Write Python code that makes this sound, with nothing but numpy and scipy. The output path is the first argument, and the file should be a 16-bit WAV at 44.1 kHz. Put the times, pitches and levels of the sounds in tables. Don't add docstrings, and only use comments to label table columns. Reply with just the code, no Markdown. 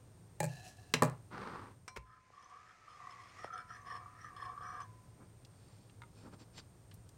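import sys
import numpy as np
from scipy import signal
from scipy.fft import rfft, irfft, next_fast_len
from scipy.io import wavfile
from scipy.ndimage import map_coordinates

SR = 44100
rng = np.random.default_rng(int(sys.argv[2]) if len(sys.argv) > 2 else 0)


def master(y):
    cut = np.clip(np.atleast_2d(y).T, -1, 1)
    pcm = np.round(cut * 32767)
    wavfile.write(sys.argv[1], SR, pcm.astype(np.int16))


N = 316197
TOP_HZ = 15900


def stirring():
    # start and length in seconds, bending, second mode and rasp in dB.
    strokes = [(2.05, .13, -67, -72, -84), (2.32, 0.16, -63, -75, -81), (2.48, 0.12, -58.5, -74, -80),
               (2.65, 0.075, -66, -69, -79), (2.86, 0.098, -58.5, -80, -72.5), (2.99, 0.2, -56, -66, -84),
               (3.19, 0.11, -67, -72, -70), (3.36, 0.12, -57, -60.5, -69.5), (3.52, 0.083, -49, -59.5, -69),
               (3.68, 0.086, -59, -56, -68), (3.85, 0.12, -51.5, -56.5, -64),
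               (3.98, 0.062, -51.5, -72, -97), (4.18, 0.1, -66, -58, -74), (4.36, 0.09, -54, -56, -67),
               (4.44, 0.088, -50, -70, -74.5), (4.605, 0.19, -49, -57, -69.5), (4.8, 0.011, -51, -56, -68)]
    # start in seconds, bending and rasp in dB.
    catches = [(2.424, -59, -65), (3.002, -44.5, -76), (3.029, -47, -79), (3.107, -48, -62),
               (3.437, -52, -56), (3.477, -42.5, -76), (3.504, -40, -72), (3.529, -42, -74),
               (3.556, -40, -66), (3.577, -51, -57), (3.704, -40.5, -70), (3.903, -44, -68),
               (3.951, -37.5, -61), (4.059, -41, -82), (4.244, -42.5, -65), (4.364, -46, -57.5),
               (4.424, -37.5, -62), (4.452, -43, -76), (4.576, -41.5, -69), (4.607, -37, -71),
               (4.801, -37.5, -60)]
    # time in seconds, pitch in Hz.
    grip = [(2.15, 1710), (2.37, 1810), (2.55, 1680), (2.9, 1790), (3.15, 2030), (3.42, 1915), (3.58, 1720),
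            (3.92, 1780), (4.28, 1775), (4.6, 1660)]
    attack_s, release_s, brisk_s = 0.022, 0.15, 2.33
    bending, second, rasping = played(strokes, attack_s, release_s)
    jerks, bites = played([(s, 0, *levels) for s, *levels in catches], attack_s=0.0015, release_s=0.068)
    drag = amp(-71 + 6 * (clock() - brisk_s)) * stroke(brisk_s, 2.47, attack_s, release_s)
    pressure = np.sqrt(bending ** 2 + (amp(-10) * jerks) ** 2 + drag ** 2)
    second_hz, = curves(grip)
    friction = grit(grain_db=1.5) * amp(1.2 * wobble(45))
    spoon = pressure * resonate(friction, bending_hz(), width_hz=282, order=4)
    spoon += np.hypot(second, amp(-11) * drag) * resonate(friction, second_hz, width_hz=460, order=4)
    plucks = jerks * sine(bending_hz() + 35 * wobble(120))
    return spoon + plucks + scraped_bowl(friction, pressure) + np.hypot(rasping, bites) * rasp()


def bending_hz():
    # time in seconds, pitch in Hz.
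    turns = [(2.2, 1256), (2.72, 1260), (3.62, 1331), (4.2, 1235), (4.68, 1191), (5.0, 1184)]
    low_hz = 1110
    turn, top_hz = curves([(s, k, hz) for k, (s, hz) in enumerate(turns)])
    return low_hz + (top_hz - low_hz) * np.cos(np.pi * turn) ** 2


def scraped_bowl(friction, pressure):
    # pitch in Hz, width in Hz, relative level in dB.
    broad_modes = [(490, 55, -22), (727, 42, -13.5)]
    narrow_modes = [(1005, 2.2, -17), (2296, 13, -25)]
    drive = pressure * friction
    singing = np.std(drive) * resonances(drive, narrow_modes)
    return pressure * resonances(friction, broad_modes, order=2) + singing


def rasp():
    # pitch in Hz, half width in Hz, relative level in dB.
    high_modes = [(3090, 170, 3.5), (3260, 55, 2.5), (3550, 20, -1), (4250, 42, 0.5), (5210, 180, 6.5),
                  (8790, 81, -2.5), (9950, 40, -8.5)]
    # frequency in Hz, spectral level in dB.
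    crunch_colour = [(1500, 4), (2300, 4.5), (4000, -15), (8000, -10.5), (15000, -29)]
    chatter = grit(grain_db=3) * amp(2 * wobble(70))
    ringing = unit(resonances(chatter, [(hz, 2 * half, db) for hz, half, db in high_modes], order=2))
    return amp(-1) * ringing + amp(-1.5) * noise(crunch_colour, grain_db=3)


def squeals():
    # peak time and half length in seconds, level in dB, pitch in Hz, glide in Hz per second.
    squeaks = [(2.452, 0.03, -74, 6050, 6000), (3.111, 0.0082, -60, 5210, 0),
               (3.434, 0.025, -62.5, 5580, 0), (3.54, 0.008, -65, 6090, 0),
               (3.719, 0.027, -64.5, 5680, 5000), (3.82, .04, -78, 6140, 0),
               (3.93, 0.032, -65, 5480, -4000), (4.24, 0.027, -64.5, 5800, 5000),
               (4.701, 0.039, -60.5, 5810, 0), (4.825, 0.015, -71, 6080, 0)]
    times, _, _, hz, glide = np.transpose(squeaks)
    nearest = np.searchsorted((times[1:] + times[:-1]) / 2, clock())
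    pitch_hz = hz[nearest] + glide[nearest] * (clock() - times[nearest])
    slipping = unit(amp(4 * wobble(220)))
    squeal = slipping * resonate(grit(grain_db=6), pitch_hz, width_hz=160, order=2)
    return sum(amp(db) * swell(s, half) for s, half, db, _, _ in squeaks) * squeal


def juice():
    # peak time and half length in seconds, level in dB.
    swirls = [(2.593, 0.32, -69.5), (3.125, 0.14, -67), (3.387, 0.055, -65.5), (3.992, 0.77, -71.5)]
    # frequency in Hz, spectral level in dB.
    swish_colour = [(300, -6), (2200, 1.5), (3200, -10.5), (6500, -9.5), (15000, -38)]
    # start in seconds, level in dB.
    slaps = [(2.303, -53.5), (3.445, -32)]
    out = sum(amp(db) * swell(s, half) for s, half, db in swirls) * noise(swish_colour, grain_db=1)
    t = clock()[:SR // 10]
    plop = sine(380 + 1100 * fade(t, t60=0.0063)) * np.exp(-(t / 0.0029) ** 2)
    for s, db in slaps:
        add(out, s, amp(db) * plop)
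    return out


def clinks():
    # start in seconds, level in dB.
    strikes = [(1.879, -49.5), (2.497, -72.5), (4.804, -63)]
    # pitch in Hz, relative level in dB, t60 in seconds.
    free_modes = [(738, -6.5, 0.14), (1027, -8, 1.95), (2333, -8.5, 0.21), (4130, -18, 0.3),
                  (5300, -5, 0.08), (5776, -6.5, 0.14), (8500, -7, 0.12)]
    contact_colour = [(300, -7), (1300, 18), (3000, 2.5), (8500, 1), (12000, -23)]
    out, t = np.zeros(N), clock()[:SR]
    for s, db in strikes:
        contact = noise(contact_colour)[:SR] * fade(t, t60=0.06)
        add(out, s, amp(db) * (ring(free_modes, t) + 2.07 * contact))
    thud = ring([(58, -47.5, 0.28), (138, -47, 0.12)], t)
    add(out, 1.98, thud)
    return out


def landing():
    # start in seconds, level in dB.
    contacts = [(1.961, -46), (1.964, -42.5), (1.9716, -42.5)]
    # frequency in Hz, spectral level in dB.
    clatter_colour = [(120, -35), (200, -5.5), (550, 1.5), (671, -30), (849, -3.5), (2210, -6.5),
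                      (3800, -22.5), (5550, -17), (15000, -38)]
    out, t, clatter = np.zeros(N), clock()[:SR // 10], noise(clatter_colour)
    for s, db in contacts:
        add(out, s, amp(db) * burst(clatter, s, t, t60=0.037))
    return out


def drawer():
    # start in seconds, then cabinet, front, frame, box, clack and crack in dB.
    blows = [(.403, -27, -29, -49, -53, -45.5, -31.5), (0.43, -46, -36, -71, -52, -52, -37.5),
             (.441, -29.5, -35, -50, -48, -53, -36.5), (0.9388, -30, -36.5, -27.5, -50.5, -18.5, -27.5),
             (1.0211, -21, -22, -19, -30.5, -46, -38.5)]
    # pitch in Hz, relative level in dB, t60 in seconds.
    cabinet_modes = [(128.4, -8.5, .32), (154.7, -2, 0.18)]
    front_modes = [(356, -3, 0.033), (555, -3.5, 0.042), (578, 0.5, 0.06), (837, -4, 0.085),
                   (1660, -7, 0.06), (1726, -7.5, 0.044), (2380, -20.5, 0.16)]
    frame_modes = [(245, -2.5, 0.12), (293, -11, 0.069), (445, -3, 0.057), (1003, -1.5, 0.036),
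                   (1126, -2.5, 0.026), (1285, -3.5, 0.022), (1800, -9, 0.045)]
    box_modes = [(368, -5, .09), (523, -1.5, 0.1), (561, -3.5, 0.089), (609, 2, 0.16)]
    latch_modes = [(1655, -10.5, 0.056), (2890, -13, 0.049), (3550, -17, 0.037), (4000, -14, 0.037),
                   (5950, -13.5, .04)]
    # frequency in Hz, spectral level in dB.
    clack_colour = [(300, -26.5), (800, -14.5), (1200, 1), (2200, 2), (5900, -8.5), (7000, -23),
                    (15000, -43)]
    crack_colour = [(500, -24.5), (2500, 1), (3300, -23), (4200, -1), (5300, -9.5), (7900, 3), (11000, -11),
                    (16000, -15.5)]
    out, t = np.zeros(N), clock()[:SR // 2]
    clack, crack = noise(clack_colour), noise(crack_colour)
    wood = noise([(150, -17), (500, 9.5), (1400, 4.5), (2500, -8.5), (6000, -31)])
    thump = sum(amp(db + 4.5) * fade(t, t60) * (1 - fade(t, t60 / 2)) * np.sin(2 * np.pi * hz * t)
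                for hz, db, t60 in cabinet_modes)
    rise = 1 - fade(t, t60=0.004)
    for s, cabinet_db, front_db, frame_db, box_db, clack_db, crack_db in blows:
        frame = amp(frame_db) * (ring(frame_modes, t) + amp(-15.5) * burst(wood, s, t, t60=0.25))
        front = amp(front_db) * ring(front_modes, t)
        box = amp(box_db) * ring(box_modes, t)
        add(out, s, amp(cabinet_db) * thump + rise * (front + frame + box))
        latch = amp(-0.5) * burst(clack, s, t, t60=0.028) + ring(latch_modes, t)
        add(out, s, amp(clack_db) * latch + amp(crack_db) * burst(crack, s, t, t60=0.024))
    low_cut = signal.butter(2, 100, "high", fs=SR, output="sos")
    return signal.sosfilt(low_cut, out + cutlery(crack, t))


def cutlery(crack, t):
    # start in seconds, strength in dB.
    jolts = [(0.453, -34), (1.023, -20), (1.098, -41)]
    first_hop_s, shrink, loss_db, rest_db = 0.01, 0.93, 5, -43
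    out = np.zeros(N)
    for s, db in jolts:
        for bounce in range(6):
            at = s + first_hop_s * sum(shrink ** np.arange(bounce))
            left_db = db - loss_db * bounce
            if bounce == 0 or left_db > rest_db:
                add(out, at, amp(left_db - 6.5) * burst(crack, at, t, t60=0.012))
    return out


def runners():
    # start and length in seconds, rails and hiss in dB.
    pushes = [(.46, 0.14, -57, -65.5), (.625, 0.052, -59, -60.5), (.76, 0.33, -69.5, -77)]
    # pitch in Hz, width in Hz, relative level in dB.
    rail_modes = [(720, 24, 0), (1708, 45, -3), (2630, 180, -6.5), (4000, 200, -9.5)]
    rail_gain, hiss_gain = played(pushes, attack_s=0.03, release_s=0.35)
    rails = unit(resonances(grit(grain_db=3.5), rail_modes))
    hiss = noise([(2500, -3.5), (4200, 2), (6000, 6.5), (9500, -1), (15000, -15.5)], grain_db=3)
    return rail_gain * rails + hiss_gain * hiss


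def slide():
    # frequency in Hz, spectral level in dB.
    board_colour = [(60, -13), (130, 1), (480, -2), (650, -11), (1050, 1.5), (1450, -4.5), (2900, -21.5),
                    (4900, -25), (15000, -57)]
    start_s, attack_s, push_s, slowing_s = 1.302, 0.029, 0.2, 0.26
    t = clock() - start_s
    speed = np.clip(t / attack_s, 0, 1) * np.clip(1 - (t - push_s) / slowing_s, 0, 1)
    catches = sum(swell(s, half=0.0021) for s in (1.381, 1.419, 1.435, 1.476))
    return speed * amp(-47.5 + 6.6 * catches) * noise(board_colour, grain_db=1.5)


def rubs():
    # peak time and half length in seconds, body and treble in dB.
    touches = [(5.22, 0.021, -59, -97), (5.717, 0.13, -74.5, -74), (6.195, 0.03, -69, -69),
               (6.265, 0.022, -54, -74), (6.338, 0.011, -54, -66), (6.415, 0.016, -60, -63),
               (6.569, 0.019, -70, -62), (6.584, 0.006, -68, -52), (6.597, 0.0053, -59, -56.5)]
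    # frequency in Hz, spectral level in dB.
    body_colour = [(60, -5), (200, 7), (600, -5), (1400, -7.5), (2300, -23.5), (4000, -52.5)]
    hiss_colour = [(800, -1), (2300, -3.5), (4800, 0), (6500, -8), (7600, -10.5), (10000, -22),
                   (15000, -28.5)]
    # pitch in Hz, width in Hz, relative level in dB.
    rubbed_modes = [(2495, 100, -2.5), (3580, 200, -11.5), (4550, 280, 2), (5340, 260, 0), (5920, 120, -9),
                    (7400, 270, -1)]
    body = noise(body_colour)
    ringing = unit(resonances(grit(grain_db=2.5), rubbed_modes, order=2))
    treble = amp(-1) * noise(hiss_colour, grain_db=1.5) + amp(-4.5) * ringing
    return sum(swell(s, half) * (amp(body_db) * body + amp(treble_db) * treble)
               for s, half, body_db, treble_db in touches)


def ticks():
    # start in seconds, level in dB, band frequency in Hz, t60 in seconds.
    contacts = [(5.449, -54, 4330, 0.028), (5.897, -60.5, 2500, 0.028), (6.0189, -50, 2420, 0.023),
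                (6.913, -57.5, 3020, 0.057), (6.941, -57, 11160, 0.041), (7.091, -58.5, 7600, 0.03)]
    # start in seconds, level in dB.
    taps = [(6.019, -52), (6.036, -58)]
    # pitch in Hz, relative level in dB, t60 in seconds.
    dish_modes = [(930, 0, 0.061), (1253, 4, 0.048), (1400, 3, 0.04), (2100, 4.5, 0.022), (3630, -9, 0.026)]
    out, t = np.zeros(N), clock()[:SR // 8]
    for s, db, hz, t60 in contacts:
        band = signal.butter(2, [hz / 2, min(hz * 1.4, TOP_HZ)], "band", fs=SR)
        tick = unit(signal.lfilter(*band, rng.standard_normal(len(t))))
        add(out, s, amp(db) * tick * fade(t, t60))
    for s, db in taps:
        add(out, s, amp(db) * ring(dish_modes, t))
    return out


def kitchen(x):
    # frequency in Hz, t60 in seconds.
    decay_times = [(150, 0.33), (3000, 0.22), (12000, 0.13)]
    hz, t, spectra = signal.stft(rng.standard_normal(SR // 2), SR, nperseg=256)
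    _, tail = signal.istft(spectra * fade(t, along(decay_times, hz)[:, None]), SR, nperseg=256)
    response = np.pad(tail, (SR // 200, 0)) / np.linalg.norm(tail)
    return signal.fftconvolve(x, response)[:N]


def background():
    # frequency in Hz, spectral level in dB.
    rumble_colour = [(20, -47), (40, -10.5), (80, -4.5), (113, 4.5), (140, -8), (170, -5), (210, -14),
                     (450, -18.5), (1000, -28), (2500, -53.5)]
    hiss_colour = [(100, 12.5), (1200, 6.5), (3000, -2), (8000, -1), (10000, -7), (15500, -11)]
    whine_hz, dip_db = 8697, -14.5
    lull = amp(dip_db * stroke(1.7, length=1.07, attack_s=0.56, release_s=4.9))
    whine = amp(-76.42) * sine(whine_hz + 18 * wobble(60))
    fuzz = amp(-81.92) * resonate(grit(grain_db=0), whine_hz, width_hz=400, order=2)
    return lull * (amp(-58.92) * noise(rumble_colour) + amp(-70.92) * noise(hiss_colour) + whine + fuzz)


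def amp(db):
    return 10 ** (np.asarray(db) / 20)


def unit(x):
    return x / np.sqrt(np.mean(x ** 2) + 1e-20)


def clock():
    return np.arange(N) / SR


def sine(hz):
    return np.sin(2 * np.pi * np.cumsum(hz) / SR)


def along(points, hz):
    knots_hz, values = np.transpose(points)
    return np.interp(np.log(hz + 1), np.log(knots_hz), values)


def curves(rows):
    times, *columns = np.transpose(rows)
    return [np.interp(clock(), times, column) for column in columns]


def wobble(rate):
    return unit(map_coordinates(rng.standard_normal(int(N * rate / SR) + 4), [clock() * rate]))


def filtered(x, gain):
    size = next_fast_len(N + 8192)
    return irfft(rfft(x, size) * gain(np.fft.rfftfreq(size, 1 / SR)), size)[:N]


def noise(colour, grain_db=0):
    return unit(filtered(grit(grain_db), lambda hz: amp(along(colour, hz))))


def grit(grain_db):
    return unit(rng.standard_normal(N) * amp(grain_db * wobble(400)))


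def resonate(x, hz, width_hz, order=1):
    centre_hz = np.mean(hz)
    drift = np.exp(2j * np.pi * np.cumsum(hz - centre_hz) / SR)
    pole = np.exp(np.pi * (2j * centre_hz - width_hz) / SR)
    ringing = x / drift
    for _ in range(order):
        ringing = signal.lfilter([1], [1, -pole], ringing)
    return unit((ringing * drift).real)


def resonances(x, modes, order=1):
    return sum(amp(db) * resonate(x, hz, width, order) for hz, width, db in modes)


def ring(modes, t):
    return sum(amp(db + 2 * rng.normal()) * fade(t, t60) * np.sin(2 * np.pi * (hz * t + rng.random()))
               for hz, db, t60 in modes)


def fade(t, t60):
    return np.exp(-np.log(1000) * t / t60)


def burst(x, s, t, t60):
    return x[round(s * SR):][:len(t)] * fade(t, t60)


def swell(s, half):
    return np.exp(-0.5 * ((clock() - s) / half) ** 2)


def stroke(s, length, attack_s, release_s):
    t = clock() - s
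    return np.clip(t / attack_s, 0, 1) * fade(np.maximum(t - length, 0), release_s)


def played(rows, attack_s, release_s):
    return sum(amp(levels)[:, None] * stroke(s, length, attack_s, release_s)
               for s, length, *levels in rows)


def add(track, s, sound):
    part = track[round(s * SR):][:len(sound)]
    part += sound[:len(part)]


def scene():
    far = drawer() + runners()
    near = slide() + stirring() + squeals() + juice() + clinks() + landing() + rubs() + ticks()
    room = kitchen(amp(-13) * far + amp(-16.5) * near)
    return (far + near + room + background())[None]


def record(dry):
    return filtered(dry[0], lambda hz: hz < TOP_HZ)[None]


dry = scene()
out = record(dry)
master(out)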